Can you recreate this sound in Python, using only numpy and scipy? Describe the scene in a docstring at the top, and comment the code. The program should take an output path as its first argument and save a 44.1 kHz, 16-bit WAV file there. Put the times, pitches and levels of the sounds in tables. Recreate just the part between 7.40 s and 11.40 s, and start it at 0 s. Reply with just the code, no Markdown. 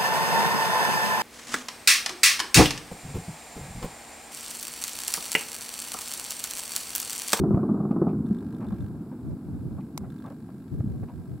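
"""Distant tiltrotor flyby

A tiltrotor passes far from a hand-held camera: its blades slap for the first 0.7 s, then sink to a
dull throb. Wind buffets the microphone. Inches away, over faint hiss, the lens motor ticks, a hand
rubs the grip and a button clicks once."""
import sys
import numpy as np
from scipy import signal
from scipy.fft import rfft, irfft
from scipy.io import wavfile
from scipy.ndimage import uniform_filter1d

SR = 44100
rng = np.random.default_rng(int(sys.argv[2]) if len(sys.argv) > 2 else 0)


def transcribe(signal):
    """Save signal, clipped to [-1, 1], as a 16-bit WAV file at the path in sys.argv[1]."""
    frames = np.atleast_2d(signal).T
    limited = np.clip(frames, -1, 1)
    pcm = np.round(limited * 32767).astype(np.int16)
    wavfile.write(sys.argv[1], SR, pcm)


N = 176400
TIME = np.arange(N) / SR
SIDE = np.array([[1], [-1]])  # added on the left, subtracted on the right
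AIR_SIDE, HISS_SIDE = 0.043, 0.7  # stereo width: the far aircraft is almost mono, hiss is wide


def undb(db):
    """Decibels to gain."""
    return 10 ** (np.asarray(db) / 20)


def curve(rows, column=1):
    """Gain over time from one dB column of a table."""
    rows = np.array(rows)
    return undb(np.interp(TIME, rows[:, 0], rows[:, column]))


def colour(x, points):
    """Causal filter through (freq_hz, gain_db) points; white noise keeps its power."""
    hz, db = np.array(points).T
    gain = undb(np.interp(np.log(np.arange(N // 2 + 1) * SR / N + 1), np.log(hz), db))
    cepstrum = irfft(np.log(gain / np.sqrt(np.mean(gain ** 2))), N)
    cepstrum[1:N // 2] *= 2  # fold to minimum phase
    cepstrum[N // 2 + 1:] = 0
    impulse = irfft(np.exp(rfft(cepstrum)), N)[:N // 20]
    return signal.fftconvolve(x, impulse)[:N]


def butter(x, order, hz, kind):
    """Low-pass or high-pass filter."""
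    return signal.sosfilt(signal.butter(order, hz, kind, fs=SR, output="sos"), x)


def white():
    """White noise of unit power."""
    return rng.standard_normal(N)


def stereo_noise(points, width):
    """Coloured noise with a share that differs between the channels."""
    return colour(white(), points) + width * colour(white(), points) * SIDE


def smooth(x, samples):
    """Round off edges with two moving averages."""
    return uniform_filter1d(uniform_filter1d(x, samples), samples)


def wander(rate_hz):
    """Smooth random drift with a spread of 1."""
    hold = int(SR / rate_hz)
    drift = smooth(np.repeat(rng.standard_normal(N // hold + 1), hold), hold)[:N]
    return drift / drift.std()


def sine(hz):
    """Sine that follows a moving pitch."""
    return np.sin(2 * np.pi * np.cumsum(hz) / SR)


def fade(start_s, decay_s):
    """Sudden onset and exponential decay."""
    age = TIME - start_s
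    return (age >= 0) * np.exp(-np.abs(age) / decay_s)


def bell(centre_s, width_s):
    """Smooth rise and fall around a moment."""
    return np.exp(-0.5 * ((TIME - centre_s) / width_s) ** 2)


def stroke(start_s, length_s):
    """Contact that starts at once and slides to rest."""
    return fade(start_s, length_s) * bell(start_s + length_s / 2, length_s * 0.54)


def ringing(strikes, modes):
    """Strikes ring a set of decaying modes."""
    t = TIME[:N // 20]
    ring = sum(undb(db) * np.sin(2 * np.pi * hz * t) * 1000 ** (-t / t60) for hz, db, t60 in modes)
    return signal.fftconvolve(strikes, ring)[:N]


# The microphone's own noise floor: freq_hz, gain_db
HISS_SPECTRUM = [(2300, -3.5), (3150, -11), (3700, -7), (5100, -7.5), (6300, -15), (7400, -5.5),
                 (10000, -8), (11200, -4), (12500, -10)]
def microphone_hiss():
    """Faint, steady hiss behind everything."""
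    return stereo_noise(HISS_SPECTRUM, HISS_SIDE) * undb(-68.5)


# Motor runs, inches from the microphone: start_s, end_s, relative_db
LENS_RUNS = [(0.868, 1.495, -6), (1.514, 2.679, -15.5), (2.703, 2.93, -5.5), (2.944, 3.99, -12)]
# Resonances of the lens barrel: pitch_hz, level_db, t60_s
BARREL_MODES = [(1356, -6, 0.043), (1594, -2.5, 0.037), (3910, -9, 0.0044), (5350, -21.5, 0.015),
                (7500, -17, 0.0094)]
# Moments when the lens gear catches: start_s
GEAR_CATCHES = [0.862, .947, .987, 1.148, 1.268, 1.287, 1.323, 1.408, 2.702, 2.788, 2.863]
# Ping of the catching gear, heard close: pitch_hz, level_db, t60_s
GEAR_MODES = [(3580, -58.5, 0.033), (3930, -61.5, 0.014), (8400, -63, 0.011)]
def lens_motor():
    """Soft, even steps rasp and ring the barrel; now and then the gear catches with a higher ping."""
    step_hz, jitter_s, rasp_decay_s = 50.4, 0.00046, 0.0059
    steps, catches = np.zeros(N), np.zeros(N)
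    for start, end, db in LENS_RUNS:
        times = np.arange(start, end, 1 / step_hz)
        lateness, strength = rng.standard_normal((N // 100, 2))[:len(times)].T
        steps[((times + jitter_s * lateness) * SR).astype(int)] = undb(db - 45.5 + 1.5 * strength)
    catches[(np.array(GEAR_CATCHES) * SR).astype(int)] = 1
    envelope = signal.fftconvolve(steps, np.exp(-TIME[:N // 20] / rasp_decay_s))[:N]
    rasp = envelope * stereo_noise([(4000, -2), (6300, -9.5), (8200, -7), (12000, -9)], HISS_SIDE)
    return ringing(steps, BARREL_MODES) + ringing(catches, GEAR_MODES) + undb(-10.5) * rasp


# Rubs and knocks on the grip, right by the microphone: start_s, relative_db, length_s, pitch_hz
GRIP_RUBS = [(0.144, -34, 0.0066, 950), (1.209, -45.5, 0.073, 1166), (1.306, -50.5, 0.049, 1000),
             (1.716, -51, 0.028, 933), (1.903, -55, .01, 650), (2.135, -56, 0.011, 670),
             (2.376, -49, 0.026, 1130), (2.633, -48, 0.035, 695), (2.84, -47, 0.026, 1137),
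             (2.868, -45.5, 0.025, 740), (2.901, -49.5, 0.038, 553), (3.087, -51, 0.022, 868),
             (3.406, -41, 0.0043, 563), (3.63, -46.5, 0.017, 600), (3.683, -51, 0.051, 1102)]
# Dull friction of the hand: freq_hz, gain_db
RUB_SPECTRUM = [(200, -22), (500, 10), (900, 1.5), (1300, -1.5), (1800, -10.5), (3000, -26), (8000, -94)]
# Light finger scuffs on the camera body: start_s, relative_db, length_s
FINGER_SCUFFS = [(0.14, -69, 0.085), (0.506, -58.5, 0.019), (0.683, -63.5, 0.04), (1.21, -66, .05),
                 (1.358, -67.5, 0.041), (2.406, -62, 0.015), (3.685, -64, 0.015)]
# Brighter friction of the fingers: freq_hz, gain_db
SCUFF_SPECTRUM = [(1200, -18.5), (1800, -0.5), (2400, 8), (3100, -4), (4500, -8.5), (6500, -17),
                  (12000, -32.5)]
def hand_on_grip():
    """Grainy rubs and knocks, each with a falling resonance, and light finger scuffs."""
    fall_octaves_per_s = 12
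    grain = undb(4.5 + 1.83 * wander(300))
    rubs, ring = 0, 0
    for start, db, length, hz in GRIP_RUBS:
        push = undb(db) * stroke(start, length)
        rubs += push
        ring += push * sine(hz * 2 ** (-fall_octaves_per_s * np.maximum(TIME - start, 0)))
    scuffs = sum(undb(db) * stroke(start, length) for start, db, length in FINGER_SCUFFS)
    mid, side = (colour(white() * grain * rubs, RUB_SPECTRUM)
                 + colour(white() * grain * scuffs, SCUFF_SPECTRUM) for _ in range(2))
    ring = butter(ring * wander(600) * grain, 4, 1700, "low")
    return undb(-4) * mid + undb(-1.5) * ring + 0.18 * side * SIDE


# Two contacts of a button, inches from the microphone: start_s, relative_db
BUTTON_CONTACTS = [(2.5751, -44), (2.5772, -25)]
# Tone of the plastic at close range: freq_hz, gain_db
BUTTON_SPECTRUM = [(300, -20), (680, 5.5), (1000, 8.5), (1350, 2.5), (1750, -20), (2150, -1), (2600, -14.5),
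                   (6400, -6.5), (8900, -5), (10500, -14), (16000, -19)]
def button_click():
    """A light touch, then the snap of a plastic button: a low knock and a bright, wide rattle."""
    decay_s, tail_s = 0.00077, 0.0031
    snap, envelope = np.zeros(N), np.zeros(N)
    for start, db in BUTTON_CONTACTS:
        snap[int(start * SR)] = undb(db + 14.5)
        envelope += undb(db) * (fade(start, decay_s) + undb(-8.5) * fade(start, tail_s))
    rattle_mid, rattle_side = (butter(envelope * white(), 2, 3500, "high") for _ in range(2))
    return colour(snap + rattle_mid, BUTTON_SPECTRUM) + 1.04 * colour(rattle_side, BUTTON_SPECTRUM) * SIDE


# Gusts across the microphone ports: start_s, end_s, relative_db
GUSTS = [(.005, 0.02, -23.5), (0.072, 0.187, -35.5), (1.277, 1.357, -40), (1.396, 1.449, -35.5),
         (1.455, 1.592, -49.5), (1.845, 1.946, -37), (2.062, 2.248, -41.5), (2.232, 2.394, -40.5),
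         (2.573, 2.695, -46.5), (3.324, 3.356, -30), (3.384, 3.407, -29.5), (3.449, 3.583, -37),
         (3.603, 3.657, -34.5), (3.734, 3.834, -41.5), (3.882, 3.966, -39.5)]
# Rumble of wind on the microphone: freq_hz, gain_db
WIND_SPECTRUM = [(20, -33), (35, -18.5), (55, -9.5), (80, 1), (130, 2.5), (190, -5), (300, -12.5),
                 (600, -29), (1100, -47), (2000, -62.5)]
# Single eddies striking the microphone: centre_s, level_db, pitch_hz
EDDIES = [(.147, -13, 117.5), (1.33, -29, 113), (3.408, -16, 124), (3.445, -20.5, 230), (3.474, -20, 157)]
def wind_buffets():
    """Gusts rumble at each port almost independently; single eddies thump."""
    calm, edge_s, width_cycles = undb(-63), 0.031, 0.53
    gusts = sum(undb(db) * ((TIME > start) & (TIME < end)) for start, end, db in GUSTS)
    pressure = smooth(calm + gusts, int(edge_s * SR)) * undb(3.5)
    thumps = sum(undb(db) * bell(centre, width_cycles / hz) * np.sin(2 * np.pi * hz * (centre - TIME))
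                 for centre, db, hz in EDDIES)
    return stereo_noise(WIND_SPECTRUM, width=0.68) * pressure + thumps


# Held partials of the far rotors: pitch_hz, relative_db
HUM_PARTIALS = [(208, 3.5), (338, -3), (380.8, 0), (436, -10)]
# Their shared rise and fall at the microphone: time_s, level_db
HUM_LEVELS = [(0, -30), (.35, -39.5), (.7, -35.5), (.85, -45), (1.5, -59.5), (4, -64.5)]
def rotor_hum():
    """Held partials, each wavering on its own in the moving air."""
    partials = sum(undb(db + 3.2 * wander(9)) * sine(hz * (1 + 0.00792 * wander(16)))
                   for hz, db in HUM_PARTIALS)
    return np.sqrt(2) * partials * curve(HUM_LEVELS)


# Low swells arriving from the distant aircraft: centre_s, level_db
SWELLS = [(.185, -18), (.32, -15), (0.513, -18), (0.686, -21.5), (0.917, -15), (1.33, -22)]
def rotor_swells():
    """A low, unsteady tone swells for a few milliseconds at a time."""
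    pitch_hz, width_s = 205.4, 0.0066
    envelope = sum(undb(db) * bell(centre, width_s) for centre, db in SWELLS)
    return envelope * sine(pitch_hz * (1 + 0.024 * wander(59.4)))


# Rotor noise fading into the distance: time_s, drone_relative_db, wash_relative_db
FLYBY_LEVELS = [(0, -30, -46.5), (.66, -28, -45), (.8, -26.5, -50.5), (1.0, -32.5, -54.5),
                (1.45, -34.5, -53.5), (2.3, -36, -56), (3.2, -39.5, -59), (4, -42, -58.5)]
# Low drone, heard from far off: freq_hz, gain_db
DRONE_SPECTRUM = [(30, -37.5), (55, -16), (85, -7.5), (140, 1), (210, 2.5), (255, 2), (335, -4.5),
                  (385, -12.5), (560, -26.5), (900, -81)]
# Midrange wash at the same distance: freq_hz, gain_db
WASH_SPECTRUM = [(250, -24), (450, -10), (650, 12.5), (950, 8), (1250, 4), (1500, 0.5), (1850, -19),
                 (3000, -75.5)]
def rotor_throb():
    """Drone and wash throb at the blade rate, taking up the beat from the last slap."""
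    blade_hz, depth, decay_s, attack_s = 17, 0.93, 0.033, 0.001
    last_slap_s = BLADE_SLAPS[-1][0]
    blade_passes = (TIME - last_slap_s) * blade_hz + 0.091 * wander(4)
    age_s = blade_passes % 1 / blade_hz
    beat = smooth(np.exp(-age_s / decay_s), int(attack_s * SR))
    throb = 1 + depth * undb(2.1 * wander(14)) * beat
    throb /= np.sqrt(np.mean(throb ** 2))
    drone = stereo_noise(DRONE_SPECTRUM, AIR_SIDE) * curve(FLYBY_LEVELS, column=1) * undb(-1)
    wash = stereo_noise(WASH_SPECTRUM, AIR_SIDE) * curve(FLYBY_LEVELS, column=2) * undb(-4)
    return throb * (drone + wash)


# Blade slaps as they reach the microphone: start_s, relative_db
BLADE_SLAPS = [(0.037, -16), (0.108, -19), (0.145, -24), (.172, -18), (0.232, -20), (.291, -21),
               (0.344, -24), (0.403, -22.5), (0.451, -24.5), (0.511, -20), (0.563, -20.5), (.617, -15.5),
               (0.669, -17)]
# Tone of a slap across open air: freq_hz, gain_db
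SLAP_SPECTRUM = [(50, -39), (120, 1.5), (210, 6.5), (370, -1), (480, -14), (680, -14), (950, -23),
                 (1250, -20.5), (1500, -38.5), (1800, -47), (3000, -77.5)]
def blade_slaps():
    """One sharp pulse from each of the two rotors, trailed by sound scattered by air and ground."""
    rotor_lag_s, scatter_decay_s = 0.00579, 0.024
    pulses, scatter = np.zeros(N), np.zeros(N)
    for start, db in BLADE_SLAPS:
        size = undb(db - 3.5) * np.sqrt(SR * 0.0089)  # the energy of 8.9 ms in one sample
        second_rotor_s = start + rotor_lag_s * (1 + 0.1 * rng.standard_normal())
        pulses[int(start * SR)] += size
        pulses[int(second_rotor_s * SR)] += size * undb(-3.5)
        scatter += undb(db - 1.5) * fade(start, scatter_decay_s)
    side = AIR_SIDE * colour(scatter * white(), SLAP_SPECTRUM)
    trail = butter(scatter * white(), 2, 330, "high")  # the bass is hardly scattered
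    return colour(pulses + trail, SLAP_SPECTRUM) + side * SIDE


def scene():
    """The aircraft far off; wind, camera sounds and hiss right at the microphone."""
    aircraft = blade_slaps() + rotor_throb() + rotor_hum() + rotor_swells()
    return aircraft + wind_buffets() + hand_on_grip() + lens_motor() + button_click() + microphone_hiss()


def record(dry):
    """The camera's recorder cuts the top treble steeply."""
    cutoff_hz = 15750
    return signal.sosfilt(signal.ellip(10, 0.2, 80, cutoff_hz, fs=SR, output="sos"), dry)


dry = scene()
out = record(dry)
transcribe(out)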